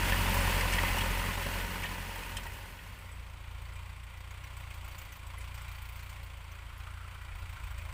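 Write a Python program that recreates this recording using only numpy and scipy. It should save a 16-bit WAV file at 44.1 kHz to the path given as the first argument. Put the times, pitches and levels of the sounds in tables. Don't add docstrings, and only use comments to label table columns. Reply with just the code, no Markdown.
import sys
import numpy as np
from scipy import signal
from scipy.fft import rfft, irfft, next_fast_len
from scipy.io import wavfile

SR = 44100
rng = np.random.default_rng(int(sys.argv[2]) if len(sys.argv) > 2 else 0)


def wrap_up_sound(samples):
    columns = np.atleast_2d(samples).T
    tamed = np.clip(columns, -1, 1)
    steps = np.round(tamed * 32767).astype(np.int16)
    wavfile.write(sys.argv[1], SR, steps)


def decibels_to_gain(level_db):
    exponent = np.asarray(level_db, float) / 20
    return 10 ** exponent


N = 349713

# t/s, length/s, level/dB
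GUSTS = [
    (4.85, .2, -56),
    (7.15, .35, -53),
    (7.5, .6, -53),
]
# t/s, peak level/dB, f/Hz
THUMPS = [
    (7.258, -43.5, 30),
    (7.325, -32, 38),
    (7.428, -42, 34),
    (7.634, -31, 41.6),
    (7.745, -42, 48),
    (7.81, -42, 36),
    (7.888, -33, 45),
]
# t/s, level/dB
NEAR_FADE_DB = [
    (0, 1),
    (.55, 0),
    (1.0, -1.5),
    (1.5, -4.5),
    (2.0, -9.5),
    (2.35, -12),
    (2.75, -17.5),
    (3.05, -22.5),
    (3.4, -29.5),
]
# t/s, f/Hz
NEAR_FIRING_HZ = [(0.0, 45.24), (0.4, 45.15), (0.95, 44.15), (1.5, 44.48), (2.0, 44.76), (2.4, 44.36),
                  (2.75, 43.77), (3.0, 43.64)]
FAR_FIRING_HZ = [(1.7, 29.46), (2.62, 32.16), (2.9, 31.62), (3.15, 28.61), (3.56, 28.23), (3.84, 29.16),
                 (4.15, 28.61), (4.46, 31.3), (4.73, 28.31), (4.96, 29.48), (5.19, 27.37), (5.55, 29.75),
                 (5.77, 28.5), (6.11, 29.73), (6.43, 27.53), (7.0, 29.09), (7.24, 29.11), (7.93, 26.95)]
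# t/s, level/dB
LOAD_DB = [(2.55, 5), (2.68, -6), (2.92, -1.5), (3.03, -2), (3.4, -2), (3.8, -0.5), (4.11, -3.5), (4.5, -1),
           (4.93, 0), (5.16, -8.5), (5.29, 0), (5.6, 0), (6.0, -1.5), (6.49, -3.5), (6.78, -2),
           (7.09, -3.5), (7.42, -1), (7.62, -1), (7.93, 3)]
# t/s, level/dB
HARSH_DB = [(3.0, -0.5), (3.35, -3.5), (3.7, -1.5), (4.1, -2.5), (4.6, 1.5), (4.95, 3.5), (5.25, 0.5),
            (5.5, 3), (5.7, 3.5), (6.05, 2.5), (6.45, -1.5), (7.1, -1.5), (7.55, 1), (7.93, 2)]
# t/s, level/dB
DRONE_TURN_DB = [
    (3.0, 2.5),
    (4.2, 0.5),
    (5.4, 2.5),
    (5.7, -4),
    (6.2, 2),
    (7.0, 0),
    (7.6, -1),
    (7.93, 1),
]
# t/s, level/dB
SIDE_PANEL_DB = [
    (6.3, -81),
    (6.7, -61.5),
    (7.0, -58),
    (7.5, -64),
    (7.93, -60),
]
# multiple of firing rate, level/dB
NEAR_ORDERS = [(.75, -26), (1, -5), (1.25, -19), (1.75, -28), (2, -9), (2.25, -19), (2.5, -30), (2.75, -29),
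               (3, -31), (3.25, -26), (3.5, -26), (3.75, -30), (4, -18), (5, -29), (6, -31), (7, -32),
               (9, -31)]
FAR_ORDERS = [(.25, -27), (1, -14), (1.5, -19), (1.75, -26), (2, -5), (2.25, -25), (2.5, -27), (3, -7),
              (3.25, -29), (4, -15), (5, -27)]
# f/Hz, density level/dB
NEAR_NOISE = [(82, -25), (140, 10.5), (181, 2.5), (360, -11.5), (555, -6), (662, -10.5), (907, -1),
              (1150, -5.5), (1990, -2.5), (2890, -4.5), (3660, -14), (5990, -20.5), (15400, -20.5)]
FAR_NOISE = [(88, 3), (150, 4.5), (263, -6.5), (480, -11.5), (529, -4.5), (721, -7), (1020, -0.5),
             (1390, -5), (1720, -8.5), (2440, -4.5), (5000, -14.5), (7820, -15.5), (15400, -17)]
# f/Hz, width/Hz, boost level/dB
NEAR_BODY = [(155, 70, -9), (401, 30, 4), (560, 60, 4), (813, 25, 4), (926, 25, 7), (1039, 70, 3),
             (1221, 25, 4), (1464, 50, 4), (1804, 35, 4), (1983, 130, 3), (2550, 150, 2), (2885, 50, 3),
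             (3240, 50, 5), (3983, 40, 3), (4320, 190, 2), (4690, 80, 3), (8410, 600, 3), (15300, 1500, 4)]
FAR_BODY = [(222, 65, -10), (540, 64, 0.5), (1060, 54, 3.5), (1410, 26, 9.5), (2190, 410, 4),
            (4650, 450, 7.5), (8150, 2400, 10), (15000, 1500, 4.5)]
# f/Hz, share/0-1
NEAR_BEAT = [(300, 0.05), (560, 0.23), (950, 0.35), (2000, 0), (4000, 0.09), (15000, 0)]
FAR_BEAT = [(300, .03), (600, .06), (1000, .26), (2500, .4), (6000, .27), (15000, .3)]
NEAR_CYLINDER_DB = [-4.5, -3, -2, -1]
FAR_CYLINDER_DB = [2.7, 3.2, 2.5, 1.1]
# f/Hz, level/dB, t60/s
NEAR_BLOCK = [(594, -12.5, 0.047), (815, -12, 0.18), (927, 2.5, 0.096), (984, 6.5, 0.089),
              (1104, -17, 0.11), (1495, -2, 0.27), (1830, -2, 0.051), (2050, -5, 0.12), (2496, -24, 0.061),
              (2940, 2, 0.019), (3380, -16, 0.04)]
FAR_BLOCK = [(1014, -5, 0.18), (1082, -4, 0.29), (1335, -11, 0.068), (1517, -3, 0.12), (1973, 6.5, 0.073),
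             (2160, 3, 0.088), (2377, 5, 0.072), (2520, -4, 0.076), (3070, 2, 0.093), (3270, -1, 0.06),
             (4660, -25, .04), (5600, -3, .03), (7930, -24, .035), (8440, -25, 0.031), (9930, -9, .03),
             (11400, -22, .03)]
NEAR_DB = [-32, -41.5, -35.5, -41.5]
FAR_DB = [-42.5, -65.5, -54, -65]
NEAR_FOLLOWS_FADE = [0.98, 0.99, 0.95, 0.95]
FOLLOWS_LOAD = [.99, 0.12, 0.16, 0.044]
FOLLOWS_HARSH = [.01, .2, .4, .7]
# t/s, peak level/dB, loudest ring f/Hz, brightness level/dB
STONES = [(0.12, -18, 1770, -23), (0.3398, -26, 1740, -11), (0.6055, -21, 2030, -14),
          (0.674, -26, 2860, -18), (0.722, -23, 2820, -8.5), (0.732, -22.5, 2270, -7),
          (0.7667, -29, 1920, -22), (0.78, -15, 1930, -28), (0.846, -23, 2020, -25),
          (0.878, -21.5, 2033, -26), (0.981, -24, 2900, -8), (1.0057, -24, 3270, -10),
          (1.053, -30, 1830, -21), (1.306, -27, 1830, -21), (1.8304, -25, 2320, -13),
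          (1.838, -26, 1840, -23), (1.851, -29, 2950, -22), (1.862, -33, 2260, -20),
          (2.156, -32, 1935, -14), (2.23, -32.5, 2490, -9), (2.366, -26.5, 3130, -5),
          (2.432, -40, 1510, -4), (2.463, -31.5, 1910, -16), (2.533, -41, 2900, -6),
          (2.788, -37, 1890, -28)]
# f/Hz, level/dB, t60/s
DISC_MODES = [(1820, 2, 0.059), (2590, 4.5, 0.03), (3220, 1, 0.034), (5250, -9, 0.05), (6000, -28, 0.025),
              (8400, -8.5, 0.053), (10000, -14, 0.044), (12400, -18, .035), (15000, -17, .03)]
# t/s, peak level/dB
JINGLES = [
    (2.9876, -59),
    (3.1168, -56),
    (3.7347, -61),
    (3.7584, -64),
]
# f/Hz, level/dB, t60/s
LINK_MODES = [(8050, -1.5, 0.19), (10840, -1, 0.054)]
TICK_CYLINDER_DB = [2, -6, -14, -23]
TICK_RING_HZ = [8300, 4700, 5670, 4750]
TICK_RING_DB = [-19.5, -32, -14, -17]
# t/s, peak level/dB, top octave level/dB,
# ring f/Hz
SNAPS = [(2.153, -44, 2, 8300), (2.428, -45, -6, 4700), (2.461, -46, 1, 8400), (2.53, -44, -4, 8400),
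         (2.574, -49, -4, 8400), (0.338, -30, 1, 8400), (2.294, -37, -14, 4200), (2.318, -37, -16, 4200),
         (2.19, -45, -16, 7600), (6.7753, -43, -12, 11200), (7.078, -55, -14, 8900),
         (7.141, -50, -14, 10800), (7.392, -54, -6, 8400), (7.53, -53, -7, 8300), (7.672, -50.5, -10, 8500),
         (7.848, -47, -12, 8600), (7.915, -56, -10, 8000)]
# t/s, peak level/dB, top octave level/dB, ring f/Hz
HARD_TICKS = [(3.6166, -50, -18, 8440), (3.654, -51, -22, 4520), (3.7247, -53, -16, 4500),
              (3.7583, -52, -17, 8090), (4.0347, -52, -16, 8170), (4.1733, -52.5, -16, 5960),
              (4.307, -49, -18, 6760), (4.4367, -50.5, -15, 5850), (4.567, -47, -14, 8150),
              (4.6014, -53, -15, 4090), (4.7051, -58, -15, 6500), (4.74, -54, -8, 8450),
              (4.8443, -50, -16, 7830), (4.8792, -48, -15, 11400), (4.9175, -53, -7, 4590),
              (4.9491, -48, -12, 4570), (4.9824, -46, -10, 7060), (5.0149, -48, -7, 4540),
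              (5.0514, -53, -11, 4580), (5.1222, -49, -11, 6160), (5.1581, -53, -5, 4220),
              (5.266, -46, -14, 7880), (5.3806, -43.5, -16, 10960), (5.5422, -54, -16, 7910),
              (5.5767, -49, -14, 4740), (5.6161, -48, -12, 8100), (5.6799, -47, -17, 4030),
              (5.7143, -50, -9, 4600), (5.7543, -51, -12, 4550), (5.8186, -56, -31, 4760),
              (5.8535, -50, -13, 4570), (5.8879, -53, -4, 4620), (5.9214, -53, -6, 4670),
              (5.9573, -53, -18, 4050), (5.9912, -52, -16, 4050), (6.0291, -50, -12, 4300),
              (6.0631, -55, -11, 4100), (6.0935, -48, -15, 4500), (6.2297, -50, -10, 4260),
              (6.5155, -50, -9, 6000), (6.8044, -52, -19, 4010), (6.9066, -52, -19, 8960),
              (7.2154, -57, -17, 8440), (7.353, -52, -17, 8430), (7.4928, -50, -20, 8440),
              (7.637, -48, -17, 8440), (7.709, -49, -15, 7950), (7.781, -45, -22, 8080)]
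# t/s, peak level/dB, ring f/Hz
NEAR_KNOCKS = [(0.051, -31, 940), (0.081, -32, 930), (0.144, -29, 950), (0.189, -25.5, 950),
               (0.23, -24.5, 915), (0.254, -26, 870), (0.278, -27.5, 1070), (0.297, -35, 1030),
               (0.318, -37, 840), (0.34, -30, 950), (0.365, -23.5, 963), (0.453, -27, 930),
               (0.474, -24, 1016), (0.495, -29, 920), (0.616, -28, 1067), (0.653, -23, 1010),
               (0.742, -31, 980), (0.779, -26, 921), (0.812, -25, 940), (0.833, -22, 1000),
               (0.902, -38, 1000), (0.923, -38, 991), (0.969, -24.5, 916), (1.017, -37, 1030),
               (1.037, -33, 1065), (1.095, -37, 1040), (1.128, -31.5, 1030), (1.164, -43, 940),
               (1.194, -33, 950), (1.218, -32, 1000), (1.285, -29, 1070), (1.374, -37, 1010),
               (1.465, -29.5, 993), (1.536, -36, 1020), (1.554, -32, 950), (1.734, -35, 1020),
               (1.824, -36, 1070), (1.846, -31, 930), (1.895, -39, 940), (1.914, -36, 990),
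               (2.093, -36, 936), (2.161, -33, 918), (2.182, -40, 1020), (2.454, -35, 930),
               (2.634, -42, 900)]
# t/s, peak level/dB, ring f/Hz
FAR_CLANKS = [(3.0612, -44, 2150), (3.3376, -47, 2220), (3.4792, -47, 2370), (3.6204, -52, 1090),
              (3.7601, -40, 2390), (4.104, -47, 2160), (4.2046, -44, 1030), (4.3067, -41, 2210),
              (4.409, -43, 1030), (4.4396, -37.5, 2150), (4.5678, -40, 1090), (4.6381, -43, 1040),
              (4.7079, -37, 2170), (4.847, -43, 990), (4.8806, -37, 1065), (4.9495, -44, 2480),
              (5.338, -35, 1060), (5.3734, -36, 2060), (5.411, -38, 2060), (5.5116, -41, 2370),
              (5.5416, -47, 2410), (5.58, -45, 1010), (5.613, -47, 1410), (5.6815, -37, 2380),
              (5.8908, -49, 1060), (6.0279, -45, 2330), (6.1285, -50, 982), (6.232, -48, 2370),
              (6.4846, -44, 1130), (6.589, -45, 1100), (6.7315, -35, 1350), (6.8007, -41, 2450),
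              (6.87, -42, 1200), (6.9419, -46, 1560), (6.976, -42, 1330), (7.0084, -41, 1370),
              (7.046, -38, 1340), (7.0786, -36, 2290), (7.118, -43, 1290), (7.1496, -36, 1340),
              (7.2098, -37, 1940), (7.2512, -48, 2140), (7.2841, -45, 1360), (7.316, -36, 2240),
              (7.3546, -43, 1040), (7.4238, -39, 1390), (7.4562, -42, 1150), (7.528, -43, 1015),
              (7.563, -34.5, 1380), (7.5989, -43, 1350), (7.6378, -38, 2500), (7.6737, -40, 977),
              (7.7091, -36, 1390), (7.7855, -35, 2450), (7.889, -38, 2150)]
# t/s, peak level/dB, ring f/Hz
BUMPS = [
    (7.80, -56, 640),
    (7.83, -56, 540),
    (7.86, -58, 640),
    (7.89, -58, 560),
]


def rms_one(x):
    return x / np.sqrt(np.mean(x ** 2) + 1e-20)


def in_time(rows):
    s, *columns = np.transpose(rows)
    return [np.interp(np.arange(N) / SR, s, c) for c in columns]


def at_hz(points, hz):
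    table = np.array(points)
    return np.interp(np.log(hz), np.log(table[:, 0]), table[:, 1])


def drift(rate_hz):
    r = np.exp(-80 * np.pi * rate_hz / SR)
    white = rng.standard_normal(N // 40 + 2002)
    slow = signal.lfilter([1], [1, -2 * r, r * r], white)[2000:]
    return np.interp(np.arange(N) / 40, np.arange(len(slow)), rms_one(slow))


def ring(clicks, hz, t60):
    r, w = decibels_to_gain(-60 / (t60 * SR)), 2 * np.pi * hz / SR
    return signal.lfilter([0, np.sin(w)], [1, -2 * r * np.cos(w), r * r], clicks + 1e-18)


def band(x, low_hz, high_hz):
    return signal.sosfilt(signal.butter(2, [low_hz, high_hz], "band", fs=SR, output="sos"), x)


def clicks_at(times_s, sizes):
    out = np.zeros(N)
    out[np.round(np.asarray(times_s) * SR).astype(int)] = sizes
    return out


def wind(fade_db):
    breeze_db, near_db, follows_fade = -69, -53, 2.1
    rise_s, fall_s = 0.091, 0.23
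    air = band(band(rng.standard_normal(N), 12, 95), 12, 95)
    t = np.arange(N) / SR
    level = decibels_to_gain(breeze_db) + decibels_to_gain(near_db + follows_fade * fade_db)
    for s, length_s, db in GUSTS:
        corners_s = s + np.array([0, rise_s, length_s, length_s + fall_s])
        level = level + decibels_to_gain(db) * np.interp(t, corners_s, [0, 1, 1, 0])
    return level * decibels_to_gain(4.6 * drift(7.4)) * rms_one(air)


def thumps():
    out, since = np.zeros(N + SR), np.arange(6000) / SR
    envelope = (1 - np.exp(-since / 0.008)) * np.exp(-since / 0.02)
    for s, db, hz in THUMPS:
        i = round(s * SR)
        out[i:i + 6000] -= decibels_to_gain(db - 1.0) * envelope * np.sin(2 * np.pi * hz * since)
    return out[:N]


def link():
    s, peak_db = np.transpose(JINGLES)
    return sum(ring(clicks_at(s, decibels_to_gain(peak_db + db + 2.5)), hz, t60) for hz, db, t60 in LINK_MODES)


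def side_panel(gate):
    shaken = rng.standard_normal(N) * (1.8 + rms_one(gate))
    return decibels_to_gain(in_time(SIDE_PANEL_DB)[0]) * rms_one(band(shaken, 1230, 1590))


def rattle(per_s, low_hz, high_hz, t60):
    sizes = decibels_to_gain(3 * np.minimum(rng.exponential(1, N), 3.5))
    sizes = sizes * (rng.random(N) < per_s / SR)
    dealt = rng.integers(0, 28, N)
    pitches_hz = np.geomspace(low_hz, high_hz, 28) * rng.uniform(0.97, 1.03, 28)
    return rms_one(sum(ring(sizes * (dealt == k), hz, t60) for k, hz in enumerate(pitches_hz)))


def clanks(rows, gain_db, shake_s, t60, spread):
    out, since = np.zeros(N + SR), np.arange(2600) / SR
    for (s, db, hz), noise in zip(rows, rng.standard_normal((60, 2600))):
        shake = noise * since * np.exp(-since / shake_s)
        blow = ring(shake, hz, t60)
        blow = blow + 0.3 * ring(shake, hz * (1 - spread), t60)
        blow = blow + 0.39 * ring(shake, hz * (1 + spread), t60)
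        i = round(s * SR)
        out[i:i + 2600] += decibels_to_gain(db + gain_db) * blow / np.abs(blow).max()
    return out[:N]


def stones():
    out, white = np.zeros(N), rng.standard_normal(N)
    s, peak_db, _, bright_db = np.transpose(STONES)
    uneven_db = rng.normal(0, 1.9, (len(s), len(DISC_MODES)))
    late_s = rng.uniform(.002, .008, (len(s), len(DISC_MODES)))
    for k, (hz, db, t60) in enumerate(DISC_MODES):
        strike_db = peak_db + db - 16.0 + uneven_db[:, k] + (bright_db + 13) * (hz > 5000)
        out += ring(clicks_at(s + late_s[:, k], decibels_to_gain(strike_db)), hz, t60)
    blow_s = 0.025
    since = np.arange(6000) / SR
    for at, db, hz, bright in STONES:
        i = round((at + .002) * SR)
        grit = white[i:i + 6000]
        spray = grit * (1 - np.exp(-since / 0.0026)) * np.exp(-since * np.log(1000) / (3 * blow_s))
        crack = grit * np.exp(-since / .0015)
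        note = (1 - np.exp(-since / 0.00081)) * ring(since == 0, hz, 3.05 * blow_s)
        snap = spray * np.exp(-since / 0.015) + 0.44 * crack
        blow = decibels_to_gain(db - 8.5) * note + decibels_to_gain(db) * band(spray, hz / 1.15, hz * 1.35)
        blow += decibels_to_gain(db + bright + 3.0) * band(snap, 3940, 10100)
        blow += decibels_to_gain(db - 12 + 0.55 * bright) * band(spray, 10000, 15900)
        out[i:i + 6000] += blow
    return out


def firings(firing_hz, first_s):
    count = np.cumsum(in_time(firing_hz)[0]) / SR
    return count - count[int(first_s * SR)]


def valve_ticks(count, present, harsh_db):
    late = -0.022
    which = np.floor(count - late).astype(int)
    at = np.flatnonzero(np.diff(which)) + 1
    cylinder, chance = which[at] % 4, rng.standard_normal((400, 4))[:len(at)]
    fade_db = 20 * np.log10(present[at] + 1e-4)
    cylinder_db = np.array(TICK_CYLINDER_DB)[cylinder]
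    peak_db = -51 + cylinder_db + 3.5 * harsh_db[at] + 4 * chance[:, 0] + fade_db
    top_db = -61.5 + .4 * cylinder_db + 3.3 * harsh_db[at] + 2.8 * chance[:, 1] + fade_db
    ring_hz = np.array(TICK_RING_HZ)[cylinder] * (1 + 0.02 * chance[:, 2])
    ring_db = np.array(TICK_RING_DB)[cylinder] + 2.0 * chance[:, 3]
    return np.transpose([at / SR, peak_db, top_db - peak_db, ring_hz, ring_db])


def ticks(rows):
    s, peak_db, top_db, ring_hz, ring_db = np.transpose(rows)
    out, white = np.zeros(N + SR), rng.standard_normal(N)
    for low_hz, high_hz, db, fall_s in [(1500, 3100, peak_db - 7.5, 0.018),
                                        (3500, 10400, peak_db - 11.5, 0.015),
                                        (9900, 12100, peak_db + top_db - 5, 0.011),
                                        (13400, 21000, peak_db + top_db + 9.5, 0.0073)]:
        scatter_db = 0.85 * rng.standard_normal(400)[:len(s)]
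        puffs = clicks_at(s, decibels_to_gain(db + scatter_db)) + 1e-18
        swell, fall = np.exp(-1 / (0.0055 * SR)), np.exp(-1 / (fall_s * SR))
        puffs = signal.lfilter([1], [1, -fall], puffs)
        puffs = signal.lfilter([1 - swell], [1, -swell], puffs)
        out[:N] += band(puffs * white, low_hz, high_hz)
    starts = np.round((s + 0.0025) * SR).astype(int)
    for at, db, hz in zip(starts, peak_db + ring_db, ring_hz):
        pair = sum(ring(np.arange(3000) == 0, hz * k, t60=.04) for k in (.985, 1.01))
        out[at:at + 3000] += decibels_to_gain(db) * pair
    return out[:N]


def knocks(count, late, block, scatter_db):
    at = np.flatnonzero(np.diff(np.floor(count - late)))
    out = np.zeros(N)
    for hz, db, t60 in block:
        delayed_s = np.minimum(at + rng.integers(0, 420, len(at)), N - 1) / SR
        strike_db = db + scatter_db * rng.standard_normal(len(at))
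        out += ring(clicks_at(delayed_s, decibels_to_gain(strike_db)), hz, t60)
    return rms_one(out)


def bursts(count, late, rise, decay, cylinder_db, scatter_db):
    which = np.floor(count - late).astype(int)
    since = count - late - which
    chance = rng.standard_normal(400)[which - which[0]]
    strength = decibels_to_gain(np.array(cylinder_db)[which % 4] + scatter_db * chance)
    return strength * (1 - np.exp(-since / rise)) * np.exp(-since / decay)


def engine_noise(gate, spectrum, body, beat, grain_db):
    size = next_fast_len(N)
    hz = np.maximum(np.arange(size // 2 + 1) * SR / size, 1)
    body_db = sum(db / (1 + (2 * (hz - f) / w) ** 2) for f, w, db in body)
    colour = decibels_to_gain(at_hz(spectrum, np.minimum(hz, 15400)) + body_db)
    share = np.clip(at_hz(beat, hz), 0, 1)
    grain = decibels_to_gain(grain_db * (drift(130) + 1.05 * drift(15.3)))
    steady = rms_one(rng.standard_normal(N) * grain)
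    beating = rms_one(rng.standard_normal(N) * gate)
    both = colour * (np.sqrt(1 - share) * rfft(steady, size) + np.sqrt(share) * rfft(beating, size))
    over = [1 / (1 + (edge_hz / hz) ** 12) for edge_hz in (135, 700, 4000)] + [0]
    return np.array([rms_one(irfft(both * (over[k] - over[k + 1]), size)[:N]) for k in range(3)])


def exhaust(count, orders, late, even_lag, wander_db, rumble_db):
    tones = 0
    for k, db in orders:
        slow = drift(6)
        turns = k * (count - late) - even_lag * (k % 2 == 0)
        tones = tones - decibels_to_gain(db + wander_db * slow) * np.cos(2 * np.pi * turns + .11 * slow[::-1])
    rumble = band(band(rng.standard_normal(N), 22, 167), 22, 167)
    return rms_one(rms_one(tones) + decibels_to_gain(rumble_db) * rms_one(rumble))


def scene():
    (fade_db,), (load_db,), (harsh_db,) = in_time(NEAR_FADE_DB), in_time(LOAD_DB), in_time(HARSH_DB)
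    present, = in_time([(2.02, 0), (3.43, 1)])
    near_levels = decibels_to_gain(np.c_[NEAR_DB] + np.outer(NEAR_FOLLOWS_FADE, fade_db))
    far_db = np.c_[FAR_DB] + np.outer(FOLLOWS_LOAD, load_db) + np.outer(FOLLOWS_HARSH, harsh_db)
    far_db = far_db + np.outer(np.arange(4) == 1, in_time(DRONE_TURN_DB)[0])
    far_levels = present * decibels_to_gain(far_db)
    levels = np.hypot(near_levels, far_levels)
    far_share = (far_levels[2] / levels[2]) ** 2

    near, far = firings(NEAR_FIRING_HZ, first_s=0.), firings(FAR_FIRING_HZ, first_s=5.5425)
    near_gate = bursts(near, late=0.428, rise=0.032, decay=0.23, cylinder_db=NEAR_CYLINDER_DB, scatter_db=3.0)
    far_gate = bursts(far, late=-.03, rise=.08, decay=.28, cylinder_db=FAR_CYLINDER_DB, scatter_db=1.3)
    near_layers = [exhaust(near, NEAR_ORDERS, late=1.63, even_lag=.18, wander_db=1.3, rumble_db=-22),
                   *engine_noise(near_gate, NEAR_NOISE, NEAR_BODY, NEAR_BEAT, grain_db=0.77)]
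    far_layers = [exhaust(far, FAR_ORDERS, late=.27, even_lag=.12, wander_db=1.4, rumble_db=-22),
                  *engine_noise(far_gate, FAR_NOISE, FAR_BODY, FAR_BEAT, grain_db=-0.5)]
    tractor = (near_levels * near_layers + far_levels * far_layers).sum(axis=0)

    shaking = 1 - far_share + far_share * rms_one(far_gate) ** 2
    metal = levels[2] * decibels_to_gain(-12.5) * rattle(500. * shaking, 889.5, 3770, t60=0.23)
    metal += levels[3] * decibels_to_gain(-8) * rattle(900. * shaking, 4000, 13500, t60=.022)
    metal += near_levels[2] * decibels_to_gain(-11) * knocks(near, .45, NEAR_BLOCK, scatter_db=4)
    metal += far_levels[2] * decibels_to_gain(-7.5) * knocks(far, 0, FAR_BLOCK, scatter_db=3)

    snaps = [(*row, -13.5) for row in SNAPS]
    hard_ticks = [(s, db - 1, top + 7, hz, -20) for s, db, top, hz in HARD_TICKS]
    hard_rings = [(s, db, hz) for s, db, top, hz in HARD_TICKS]
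    clicks = ticks([*valve_ticks(far, present, harsh_db), *snaps, *hard_ticks])
    clicks += clanks(NEAR_KNOCKS, gain_db=-3.5, shake_s=.003, t60=0.08, spread=0.051)
    clicks += clanks(FAR_CLANKS, gain_db=-7.5, shake_s=0.0038, t60=.05, spread=0.123)
    clicks += clanks(hard_rings, gain_db=-2.5, shake_s=0.0024, t60=0.028, spread=0.031)
    clicks += clanks(BUMPS, gain_db=0.1, shake_s=0.0043, t60=0.12, spread=.12)

    mix = tractor + metal + side_panel(far_gate) + stones() + clicks + link() + thumps() + wind(fade_db)
    return mix[None]


def band_limit(x):
    return signal.sosfilt(signal.butter(12, 15650, fs=SR, output="sos"), x)


def record(dry):
    top_cut = signal.ellip(12, .3, 75, 15560, fs=SR, output="sos")
    mix = signal.sosfilt(top_cut, dry)
    return band_limit(mix)


dry = scene()
out = record(dry)
wrap_up_sound(out)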